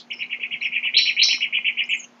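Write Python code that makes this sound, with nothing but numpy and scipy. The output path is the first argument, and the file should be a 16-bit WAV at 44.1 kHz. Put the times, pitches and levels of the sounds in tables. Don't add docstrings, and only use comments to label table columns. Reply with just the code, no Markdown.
import sys
import numpy as np
from scipy import signal
from scipy.fft import rfft, irfft
from scipy.io import wavfile

SR = 44100
rng = np.random.default_rng(int(sys.argv[2]) if len(sys.argv) > 2 else 0)


def output_pcm(signal):
    pcm = np.clip(np.atleast_2d(signal).T, -1, 1) * 32767
    wavfile.write(sys.argv[1], SR, np.round(pcm).astype(np.int16))


N = 97020
TIME = np.arange(N) / SR

# f/Hz, level/dB
CHIRP_TAIL_SPECTRUM = [(1500, -42), (2700, -14), (3300, 3), (4300, 5.5), (5500, -10), (7200, -18.5),
                       (7900, -43)]
# f/Hz, level/dB
AIR_SPECTRUM = [(25, -43), (95, -32.5), (150, 0), (260, -0.5), (480, -2.5), (900, -3), (1500, -6.5),
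                (2600, -10.5), (4000, -17), (6500, -19.5), (7300, -28), (7700, -46), (12000, -37),
                (15500, -53)]
# centre t/s, level/dB
PUFFS = [(0.021, -78), (0.221, -58), (.32, -86), (0.542, -51.5), (.70, -59), (.94, -54.5), (1.191, -72),
         (1.59, -59), (1.78, -79), (1.90, -67)]
# f/Hz, level/dB
PUFF_SPECTRUM = [(25, -15), (60, -11), (100, -12), (145, 1.5), (220, 4.5), (450, -34.5), (2000, -64.5)]
# start t/s, length t/s, start f/Hz, end f/Hz, level/dB
TWITTERS = [(.100, 0.012, 6670, 6320, -56.5), (.126, 0.022, 5550, 5190, -41.5),
            (.155, 0.068, 5220, 5420, -48.5), (.228, 0.011, 4100, 3900, -43.5),
            (.258, 0.0084, 3960, 4150, -50.5), (.606, 0.013, 4250, 3740, -39.5),
            (.620, 0.038, 5570, 5610, -47.5), (.658, 0.02, 5450, 5320, -47.5),
            (1.835, 0.011, 4920, 5250, -39.5), (1.848, .020, 5000, 7080, -56.5),
            (1.888, .034, 7590, 6570, -47.5), (1.936, 0.025, 6640, 6610, -44),
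            (1.968, 0.033, 7400, 7180, -45), (1.990, 0.024, 6890, 6565, -35),
            (2.028, 0.022, 6600, 6110, -39), (2.038, 0.014, 2810, 2830, -38.5)]
# start t/s, downstroke accent t/s, level/dB, top f/Hz, rise gain/dB, top accent gain/dB
CALLS = [(0.101, 0.123, -26, 3066, -3, 6.5), (0.188, 0.226, -20.5, 2906, -10.5, 6.5),
         (0.293, 0.332, -18.5, 2904, -14, 6), (0.395, .438, -18, 2975, -13.5, -3),
         (.507, 0.543, -21, 3112, -4.5, 4), (.610, 0.658, -15.5, 2927, -6.5, -8.5),
         (0.716, 0.767, -14.5, 2813, -9, -1), (0.825, 0.875, -16.5, 2996, -4.5, 0),
         (0.933, 0.989, -14.5, 3097, -6, -10.5), (1.052, 1.097, -15, 3110, -5.5, 7.5),
         (1.163, 1.22, -15.5, 3026, -2.5, 9), (1.281, 1.333, -16, 3025, -4, 9.5),
         (1.403, 1.444, -17, 3031, -4, 7), (1.524, 1.573, -16, 3090, -3, 6),
         (1.643, 1.685, -13.5, 3032, -4.5, 2.5), (1.768, 1.81, -15.5, 2960, -6, 6.5),
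         (1.889, 1.935, -14.5, 3015, -5.5, 0.5)]
# f/Hz, gain/dB
THROAT = [(1000, -45.5), (1650, -23), (1880, -8), (2050, -3.5), (2400, -2.5), (2900, -1), (3280, -6.5),
          (3560, -24.5), (4100, -47.5), (6000, -63.5)]
# start t/s, f/Hz, level/dB
KNOCKS = [(0.156, 360, -47), (0.387, 480, -45.5), (0.414, 430, -48), (.853, 1000, -36), (0.959, 470, -39.5),
          (1.258, 1150, -37), (1.286, 720, -36), (1.324, 900, -37.5), (1.341, 290, -40),
          (1.382, 1150, -37.5), (1.587, 1000, -37.5)]
# start t/s, length t/s, start f/Hz, end f/Hz, level/dB
CHIRP_STROKES = [(.942, 0.019, 3030, 3436, -18), (.943, .018, 3495, 4023, -24.5),
                 (.965, .012, 3602, 4380, -7.5), (.968, 0.015, 2448, 3270, -15.5),
                 (.974, .018, 4000, 4590, -19), (.976, 0.016, 5175, 5754, -20),
                 (1.193, 0.017, 3770, 4140, -23.5), (1.214, .016, 2687, 3596, -20.5),
                 (1.215, 0.0096, 3654, 4284, -10.5), (1.223, 0.0092, 3670, 4560, -7),
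                 (1.230, 0.01823, 4487, 5708, -16.5), (1.231, 0.01, 5106, 6330, -18.5),
                 (1.236, .011, 5046, 5730, -12), (1.228, .022, 6360, 6610, -27.5)]
# f/Hz, gain/dB
CHIRP_COLOUR = [(1500, -22), (2800, -1), (5900, 0.5), (6500, -13), (7200, -34), (9000, -58.5)]


def from_db(db):
    return 10 ** (np.asarray(db) / 20)


def unit_rms(x):
    return x / np.sqrt(np.mean(x ** 2) + 1e-20)


def drift(cutoff_hz):
    lowpass = signal.butter(3, cutoff_hz, fs=SR, output="sos")
    return unit_rms(signal.sosfilt(lowpass, rng.standard_normal(N + SR))[SR:])


def colour(x, curve):
    hz, db = np.transpose(curve)
    bins_hz = np.maximum(np.arange(N + 1) * SR / (2 * N), 1)
    gain = from_db(np.interp(np.log(bins_hz), np.log(hz), db))
    return irfft(rfft(x, 2 * N) * gain)[:N]


def noise(spectrum):
    return unit_rms(colour(rng.standard_normal(N), spectrum))


def phase(hz):
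    return 2 * np.pi * np.cumsum(hz) / SR


def swell(t, centre_s, half_width_s):
    return np.exp(-((t - centre_s) / half_width_s) ** 2)


def fade(t, start_s, end_s, edge_s):
    return np.sin(np.pi / 2 * np.clip(np.minimum(t - start_s, end_s - t) / edge_s, 0, 1)) ** 2


def glides(notes, bow, wobble_hz, flutter_depth, edge_s):
    out, wobble, flutter = np.zeros(N), drift(300), drift(380)
    for start_s, length_s, from_hz, to_hz, db in notes:
        on = (TIME >= start_s) & (TIME < start_s + length_s)
        t = TIME[on] - start_s
        hz = from_hz + (to_hz - from_hz) * (t / length_s) ** bow + wobble_hz * wobble[on]
        envelope = fade(t, 0, length_s, edge_s) * (1 + flutter_depth * flutter[on])
        out[on] += from_db(db) * envelope * np.sin(phase(hz))
    return out


def scatter(x, delay_s, hold_s, sag_db, t60_s, wet_db):
    t = TIME[:SR // 2]
    db = -sag_db * np.minimum(t / hold_s, 1) - 60 * np.maximum(t - hold_s, 0) / t60_s
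    echoes = rng.standard_normal(len(t)) * from_db(db) * np.clip(t / delay_s - 1, 0, 1)
    return from_db(wet_db) * signal.fftconvolve(x, echoes / np.sqrt(np.sum(echoes ** 2)))[:N]


def chirp_tail(start_db=-36, t60_s=0.11):
    return from_db(start_db - 60 * TIME / t60_s) * noise(CHIRP_TAIL_SPECTRUM)


def open_air(rms_db=-55.5):
    return from_db(rms_db) * noise(AIR_SPECTRUM)


def motor_hum(hz=239.4, wander_hz=0.36, fundamental_db=-59, third_db=-70):
    angle = phase(hz + wander_hz * drift(8.4))
    fundamental = from_db(fundamental_db) * unit_rms(np.sin(angle))
    return fundamental + from_db(third_db) * unit_rms(np.sin(3 * angle))


def wind_puffs(half_width_s=0.025):
    envelope = sum(from_db(db) * swell(TIME, centre_s, half_width_s) for centre_s, db in PUFFS)
    return envelope * noise(PUFF_SPECTRUM)


def far_twitters():
    direct = glides(TWITTERS, bow=1, wobble_hz=110, flutter_depth=0.17, edge_s=0.0047)
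    return direct + scatter(direct, delay_s=0.0014, hold_s=0.016, sag_db=18, t60_s=0.2, wet_db=-4.5)


def calling_bird():
    start_hz, accent_hz, end_hz = 2241.5, 2431, 2170
    lower_start_hz, lower_climb_hz, lower_db = 2153, 330, -3
    rasp_hz, rasp_depth, rasp_jitter, wobble_hz = 407.3, 0.99, 0.3, 162
    drop_s, tail_s, accent_half_width_s = 0.008, 0.021, 0.0053
    onset_db, downstroke_db, drop_db, tail_db, accent_db = -2, -4, -7, -5.5, 7.5
    out, wobble, jitter = np.zeros(N), drift(330), drift(150)
    for start_s, accent_s, db, top_hz, rise_db, top_db in CALLS:
        top_s = accent_s - 0.357 * (accent_s - start_s)
        low_s, end_s = accent_s + drop_s, accent_s + tail_s
        on = (TIME >= start_s) & (TIME < end_s)
        t = TIME[on]
        arch_hz = np.interp(t, [start_s, top_s, (top_s + accent_s) / 2, accent_s, low_s],
                            [start_hz, top_hz, top_hz, accent_hz, end_hz])
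        arch_db = np.interp(t, [start_s, top_s, accent_s, low_s, end_s],
                            [rise_db + onset_db, rise_db, downstroke_db, drop_db, tail_db])
        arch_db += top_db * swell(t, top_s, accent_half_width_s)
        arch_db += accent_db * swell(t, accent_s, accent_half_width_s)
        roughness = np.interp(t, [start_s, top_s, accent_s], [0.45, 1, 0.45])
        rasp = 1 + rasp_depth * roughness * np.sin(phase(rasp_hz * (1 + rasp_jitter * jitter[on])))
        upper = from_db(arch_db) * rasp * np.sin(phase(arch_hz + wobble_hz * roughness * wobble[on]))
        lower_hz = lower_start_hz + lower_climb_hz * (t - start_s) / (accent_s - start_s)
        lower_gain = from_db(rise_db + lower_db) * np.interp(t, [top_s, accent_s], [1, 0])
        lower = lower_gain * np.sin(phase(lower_hz) + 2 * np.pi * rng.random())
        out[on] += from_db(db) * fade(t, start_s, end_s, edge_s=0.0054) * (upper + lower)
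    direct = colour(out, THROAT)
    early = scatter(direct, delay_s=0.0023, hold_s=0.013, sag_db=0, t60_s=0.11, wet_db=-4.5)
    late = scatter(direct, delay_s=0.0067, hold_s=0.1, sag_db=9, t60_s=0.064, wet_db=-16)
    return direct + early + late


def knocks(decay_cycles=0.55):
    out = np.zeros(N)
    for start_s, hz, db in KNOCKS:
        age = np.clip((TIME - start_s) * hz / decay_cycles, 0, 20)
        out += from_db(db) * 2 * age ** 2 * np.exp(-age) * np.sin(2 * np.pi * hz * TIME)
    return out


def chirping_bird(bank_delay_s=0.165):
    strokes = glides(CHIRP_STROKES, bow=0.777, wobble_hz=67.6, flutter_depth=0.1, edge_s=0.0031)
    direct = colour(strokes, CHIRP_COLOUR)
    near = scatter(direct, delay_s=0.0045, hold_s=0.11, sag_db=12, t60_s=0.2, wet_db=0.5)
    delayed = np.interp(TIME - bank_delay_s, TIME, direct, left=0)
    bank = scatter(delayed, delay_s=0.002, hold_s=0.026, sag_db=6.5, t60_s=0.053, wet_db=-28)
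    return direct + near + bank


def scene():
    birds = calling_bird() + chirping_bird() + far_twitters()
    return (birds + chirp_tail() + open_air() + motor_hum() + wind_puffs() + knocks())[None]


def record(dry):
    stop_hz, stop_db = 15700, 70
    return signal.sosfilt(signal.cheby2(12, stop_db, stop_hz, fs=SR, output="sos"), dry)


dry = scene()
out = record(dry)
output_pcm(out)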